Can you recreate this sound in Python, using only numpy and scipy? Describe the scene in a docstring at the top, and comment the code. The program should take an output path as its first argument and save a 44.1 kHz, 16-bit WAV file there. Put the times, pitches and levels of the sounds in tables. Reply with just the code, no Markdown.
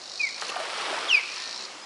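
"""Water laps at a calm marina: noise-burst slaps, a hard knock on wood, ringing plops, and a wash of
bubble and droplet grains. A bird gives two falling sine chirps that beat against a near reflection
and echo over the water. An insect rattles in two quickening phrases of pulsed, coloured noise.
Behind them lie faint wavering whistles, a low hum, and the quiet noise hiss of the shore."""
import sys
import numpy as np
from scipy import signal
from scipy.fft import rfft, irfft
from scipy.io import wavfile
from scipy.ndimage import uniform_filter1d

SR = 44100
rng = np.random.default_rng(int(sys.argv[2]) if len(sys.argv) > 2 else 0)


def waveform_to_disk(signal):
    """Save audio, clipped to [-1, 1], as 16-bit WAV at the path in sys.argv[1]."""
    frames = np.transpose(np.atleast_2d(signal))
    scaled = np.clip(frames, -1, 1) * 32767
    samples = np.round(scaled).astype(np.int16)
    wavfile.write(sys.argv[1], SR, samples)


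N = 81585
T = np.arange(N) / SR
MIRROR_S = .00482  # delay of the near reflection


def undb(db):
    """Decibels to gain."""
    return 10 ** (np.asarray(db) / 20)


def unit(x):
    """Scale to rms 1."""
    return x / np.sqrt(np.mean(x ** 2) + 1e-20)


def curve(rows, axis=1):
    """Automate one column of a table, joined by straight lines in time."""
    rows = np.array(rows)
    return np.interp(T, rows[:, 0], rows[:, axis])


def colour(x, points):
    """EQ a sound with a curve of (f/Hz, level/dB) points, then set it to rms 1."""
    hz, db = np.array(points).T
    f = np.maximum(np.fft.rfftfreq(N, 1 / SR), 1)
    gain = undb(np.interp(np.log(f), np.log(hz), db))
    return unit(irfft(rfft(x) * gain, N))


def noise():
    """White noise."""
    return rng.standard_normal(N)


def walk(rate):
    """Smooth random drift of rms 1; a higher rate moves faster."""
    k = max(int(SR / rate), 1)
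    return unit(uniform_filter1d(uniform_filter1d(noise(), k), k))


def burst(start, attack, decay):
    """Envelope with a straight rise and an exponential fall."""
    age = np.maximum(T - start, 0)
    return np.minimum(age / attack, 1) * np.exp(-np.maximum(age - attack, 0) / decay)


def late(x, seconds):
    """Delay a sound."""
    return np.interp(T - seconds, T, x, left=0)


AIR_T60_S = 0.96


def air(x):
    """Diffuse echo from hulls and shore: convolution with a decaying noise tail."""
    tail = noise() * burst(0.0048, .015, AIR_T60_S / np.log(1000))
    return signal.fftconvolve(x, tail / np.linalg.norm(tail))[:N]


def grains(per_s, low_hz, high_hz, cycles, spread_db, share):
    """A cloud of short rising rings, blended with a smooth rush; share is the rings' part of the power."""
    rings = np.zeros(N)
    for when, pitch, size in rng.random((int(per_s * N / SR), 3)):
        hz = low_hz + (high_hz - low_hz) * pitch
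        i = int(when * N)
        length = min(int(5 * cycles * SR / hz), N - i)
        age = np.arange(length) * hz / SR  # in cycles
        ring = np.exp(-age / cycles) * np.sin(2 * np.pi * age * (1 + 0.019 * age / cycles))
        level = np.sqrt(hz) * undb(-spread_db * np.log(max(size, .01)))
        rings[i:i + length] += ring * level
    return np.sqrt(share) * unit(rings) + np.sqrt(1 - share) * noise()


# Water slapping wood: t/s, level/dB, centre f/Hz, width/Hz, decay/s
SLAPS = [(.383, -34, 1490, 2500, .004), (0.412, -29.5, 5360, 3450, .003),
         (0.416, -27.5, 3640, 3000, 0.0017), (0.423, -29.5, 1110, 1490, 0.008),
         (0.48, -33.5, 4480, 3980, 0.0086), (.4922, -28.5, 2690, 700, 0.0067),
         (0.495, -36, 430, 300, 0.0068), (0.4989, -29, 2960, 4020, 0.0033),
         (.558, -29.5, 2850, 1300, 0.004), (0.567, -27, 1230, 596, 0.004), (0.592, -34.5, 920, 1210, 0.03)]
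SLAP_ATTACK_S, SPRAY_DB = 0.00033, -10  # spray is relative to the splash
# Air pockets ringing: t/s, level/dB (peak), f/Hz, decay/s
PLOPS = [(.517, -27.5, 1155, 0.0074), (.561, -22.5, 710, 0.0065), (.599, -30.5, 616, 0.022),
         (.636, -37, 448, 0.0093), (.658, -36.5, 603, 0.0076), (.880, -29, 800, 0.005),
         (.926, -26, 610, 0.0086), (1.066, -29, 1177, 0.0062), (1.628, -49, 215, 0.017),
         (1.750, -44, 288, 0.011)]
PLOP_ATTACK_S = .003
PLOP_BEND = 1.41  # half the fractional pitch rise per second
LAPS_LOW_CUT_HZ, WATER_AIR_DB = 270, -5.5


def laps():
    """Slaps are band-passed noise with a little spray; plops are damped air pockets rising in pitch."""
    out = np.zeros(N)
    for start, db, hz, width, decay in SLAPS:
        b, a = signal.iirpeak(hz, hz / width, fs=SR)
        splash = unit(signal.lfilter(b, a, signal.lfilter(b, a, noise())))
        spray = undb(SPRAY_DB) * noise()
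        out += undb(db) * (splash + spray) * burst(start, SLAP_ATTACK_S, decay)
    for start, db, hz, decay in PLOPS:
        age = np.maximum(T - start, 0)
        ring = np.sin(2 * np.pi * hz * age * (1 + PLOP_BEND * age))
        out += undb(db) * burst(start, PLOP_ATTACK_S, decay) * ring
    out = signal.sosfilt(signal.butter(2, LAPS_LOW_CUT_HZ, "high", fs=SR, output="sos"), out)
    return out + undb(WATER_AIR_DB) * air(out)


KNOCK_S, KNOCK_DB, KNOCK_MIRROR = .4225, -19, 0.36  # time, level, reflection gain
KNOCK_LOW_CUT_HZ = 440
# Modes of the struck wet wood: f/Hz, level/dB (relative), decay/s
KNOCK_MODES = [(590, -14.5, 0.003), (870, -1.5, 0.0011), (1250, -2.5, 0.0014)]


def knock():
    """A crest hits a piling squarely: quickly damped modes of wet wood, and their near reflection."""
    blow = np.zeros(N)
    for hz, db, decay in KNOCK_MODES:
        mode = np.sin(2 * np.pi * hz * (T - KNOCK_S))
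        blow += undb(db) * burst(KNOCK_S, 0.00024, decay) * mode
    low_cut = signal.butter(4, KNOCK_LOW_CUT_HZ, "high", fs=SR, output="sos")
    blow = undb(KNOCK_DB) * signal.sosfilt(low_cut, blow)
    return blow + KNOCK_MIRROR * late(blow, MIRROR_S)


# The passing wave: t/s, gurgle level/dB, fizz level/dB
WASH = [(0, -56, -88), (.36, -56, -51), (.44, -44, -39), (.54, -40.5, -47), (.61, -39, -39),
        (.68, -39, -37), (.78, -36.5, -33.5), (.93, -31.5, -33.5), (1.06, -36, -35.5), (1.16, -41.5, -36),
        (1.24, -48, -42.5), (1.38, -50.5, -38.5), (1.56, -47, -45.5), (1.72, -49, -46.5),
        (1.85, -50.5, -53)]
# Spectrum of the bubbles: f/Hz, level/dB (relative)
GURGLE = [(60, -61), (150, -19), (300, -9.5), (580, -2.5), (800, -2), (1250, -1), (1700, -7.5), (2500, -5),
          (5000, -41), (11000, -36)]
# Spectrum of the droplets: f/Hz, level/dB (relative)
FIZZ = [(300, -48), (1000, -0.5), (2100, -1.5), (3000, -1), (4500, -4.5), (5500, -5.5), (6500, -16.5),
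        (8500, -14), (11000, -22)]


def wash():
    """The wave runs through the pilings: bubbles gurgle, droplets fizz."""
    bubbles = grains(per_s=1400, low_hz=279, high_hz=2124, cycles=3, spread_db=2.5, share=0.35)
    droplets = grains(per_s=2500, low_hz=1600, high_hz=10900, cycles=0.97, spread_db=3, share=0.39)
    gurgle = colour(bubbles, GURGLE) * undb(curve(WASH))
    fizz = colour(droplets, FIZZ) * undb(curve(WASH, axis=2))
    return gurgle + fizz


# One curve per chirp: t/s, f/Hz, level/dB (rms of the lower tone)
CHIRPS = [
    [(.190, 2593, -49), (.202, 2480, -28), (.220, 2405, -26), (.239, 2287, -26), (.254, 2190, -28),
     (.272, 2104, -35), (.295, 1900, -44)],
    [(1.074, 4100, -50), (1.090, 3368, -29.5), (1.110, 2920, -22), (1.128, 2700, -21.5), (1.147, 2500, -17),
     (1.160, 2386, -21), (1.174, 2320, -22), (1.186, 2225, -31.5), (1.203, 2056, -34)],
]
WAVER = 0.0028  # rms pitch drift, as a fraction
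OCTAVE_DB = -11.5  # relative to the lower tone, at full effort
OCTAVE_FULL_DB, OCTAVE_GROWTH = -19.5, 0.66  # full-effort level; octave dB lost per dB below it
MIRROR_GAIN = 0.7
ECHO_S, ECHO_DB, BIRD_AIR_DB = 0.17, -32, -11.5


def bird():
    """Falling whistles whose octave grows with effort; a near reflection makes the lower tone throb."""
    tone, octave = np.zeros(N), np.zeros(N)
    for rows in CHIRPS:
        pitch = curve(rows) * (1 + WAVER * walk(400))
        phase = 2 * np.pi * np.cumsum(pitch) / SR
        db = curve(rows, axis=2)
        edges = np.clip(np.minimum(T - rows[0][0], rows[-1][0] - T) / 0.0044, 0, 1)
        swell = edges * undb(db) * np.sqrt(2)
        octave_db = OCTAVE_DB + OCTAVE_GROWTH * np.minimum(db - OCTAVE_FULL_DB, 0)
        tone += swell * np.sin(phase)
        octave += swell * undb(octave_db) * np.sin(2 * phase)
    call = tone + octave
    reflection = MIRROR_GAIN * late(tone, MIRROR_S)
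    echo = undb(ECHO_DB) * late(call, ECHO_S)
    return call + reflection + echo + undb(BIRD_AIR_DB) * air(call)


# Insect phrases: first pulse t/s, end t/s, first period/s, shortening per pulse/s
PHRASES = [(.0155, .53, .0204, .00014), (1.2115, 1.66, .0223, .000346)]
# Loudness ride for pulses and bed together: t/s, level/dB
INSECT_LEVEL = [(0, -48), (.12, -43.5), (.24, -39), (.36, -43), (.5, -43), (.62, -47.5), (1.1, -47),
                (1.25, -45), (1.38, -41), (1.55, -41), (1.655, -42.5), (1.68, -46), (1.85, -56)]
# Spectrum of the rasp: f/Hz, level/dB (relative)
RASP = [(2000, -30), (3400, -19), (3850, -0.5), (4400, 2), (4850, -2.5), (5300, -2), (5850, -4),
        (6250, -13), (6900, -11), (7500, -19.5), (8300, -19.5), (9300, -29.5), (11000, -36)]
RASP_ATTACK_S, RASP_DECAY_S, RASP_SCATTER_DB = .0016, 0.0023, 0.3
RASP_PULSE_DB, RASP_BED_DB = 10.5, -0.5  # relative to the loudness ride
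RASP_MIRROR = 0.36  # reflection gain


def insect():
    """Short, even rasps quicken through each phrase and ring the insect's body, over their own blur."""
    pulses = np.zeros(N)
    for start, end, period, shortening in PHRASES:
        for size in rng.standard_normal(40):
            if start < end:
                pulses += undb(RASP_SCATTER_DB * size) * burst(start, RASP_ATTACK_S, RASP_DECAY_S)
            start, period = start + period, period - shortening
    # Flatten the noise's own level swings so the pulses stay even
    buzz = signal.hilbert(colour(noise(), RASP))
    buzz = unit(buzz.real / np.sqrt(uniform_filter1d(np.abs(buzz) ** 2, size=60)))
    bed = undb(RASP_BED_DB) * colour(noise(), RASP)
    rasp = undb(RASP_PULSE_DB) * pulses * buzz + bed
    return (rasp + RASP_MIRROR * late(rasp, MIRROR_S)) * undb(curve(INSECT_LEVEL))


# Thin far whistles: t/s, length/s, f/Hz, glide/(Hz per s), level/dB (peak)
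WHISTLES = [(0.464, 0.25, 1838, -100, -45), (1.35, 0.21, 1810, -2, -44.5), (1.587, .045, 2750, -6000, -46),
            (1.812, 0.037, 5020, 0, -43.5)]
WHISTLE_WAVER = 0.0043  # rms pitch drift, as a fraction


def whistles():
    """Faint far-off sine tones, swelling and fading as their pitch wavers."""
    out = np.zeros(N)
    for start, length, hz, glide, db in WHISTLES:
        age = np.clip(T - start, 0, length)
        swell = np.sqrt(np.abs(np.sin(np.pi * age / length)))
        pitch = (hz + glide * age) * (1 + WHISTLE_WAVER * walk(160))
        out += undb(db) * swell * np.sin(2 * np.pi * np.cumsum(pitch) / SR)
    return out


HUM_HZ, HUM_DB, HUM_START_S, HUM_END_S = 372, -57.5, 1.315, 1.75


def hum():
    """A faint far sine tone that fades in, wavers in pitch and fades out."""
    swell = np.clip(np.minimum(T - HUM_START_S, HUM_END_S - T) / 0.037, 0, 1)
    pitch = HUM_HZ * (1 + 0.014 * walk(29))
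    return undb(HUM_DB) * swell * np.sin(2 * np.pi * np.cumsum(pitch) / SR)


# Spectrum of the shore: f/Hz, level/dB (relative)
SHORE = [(25, -33), (55, -18), (100, -15), (200, -4.5), (400, -1), (700, 1.5), (1150, 0.5), (1700, -4),
         (3000, -2.5), (5000, -6), (7000, -6), (11000, -21)]
SHORE_DB = -46


def shore():
    """Hiss of far water and trees: coloured noise whose level drifts slightly."""
    return colour(noise(), SHORE) * undb(SHORE_DB + 0.48 * walk(3.4))


def scene():
    """Everything at one microphone."""
    water = laps() + knock() + wash()
    animals = bird() + insect()
    background = whistles() + hum() + shore()
    return (water + animals + background)[None]


TOP_HZ = 10950


def record(dry):
    """The recorder cuts the top with a steep low-pass."""
    return signal.sosfilt(signal.ellip(10, .2, 80, TOP_HZ, fs=SR, output="sos"), dry)


dry = scene()
out = record(dry)
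waveform_to_disk(out)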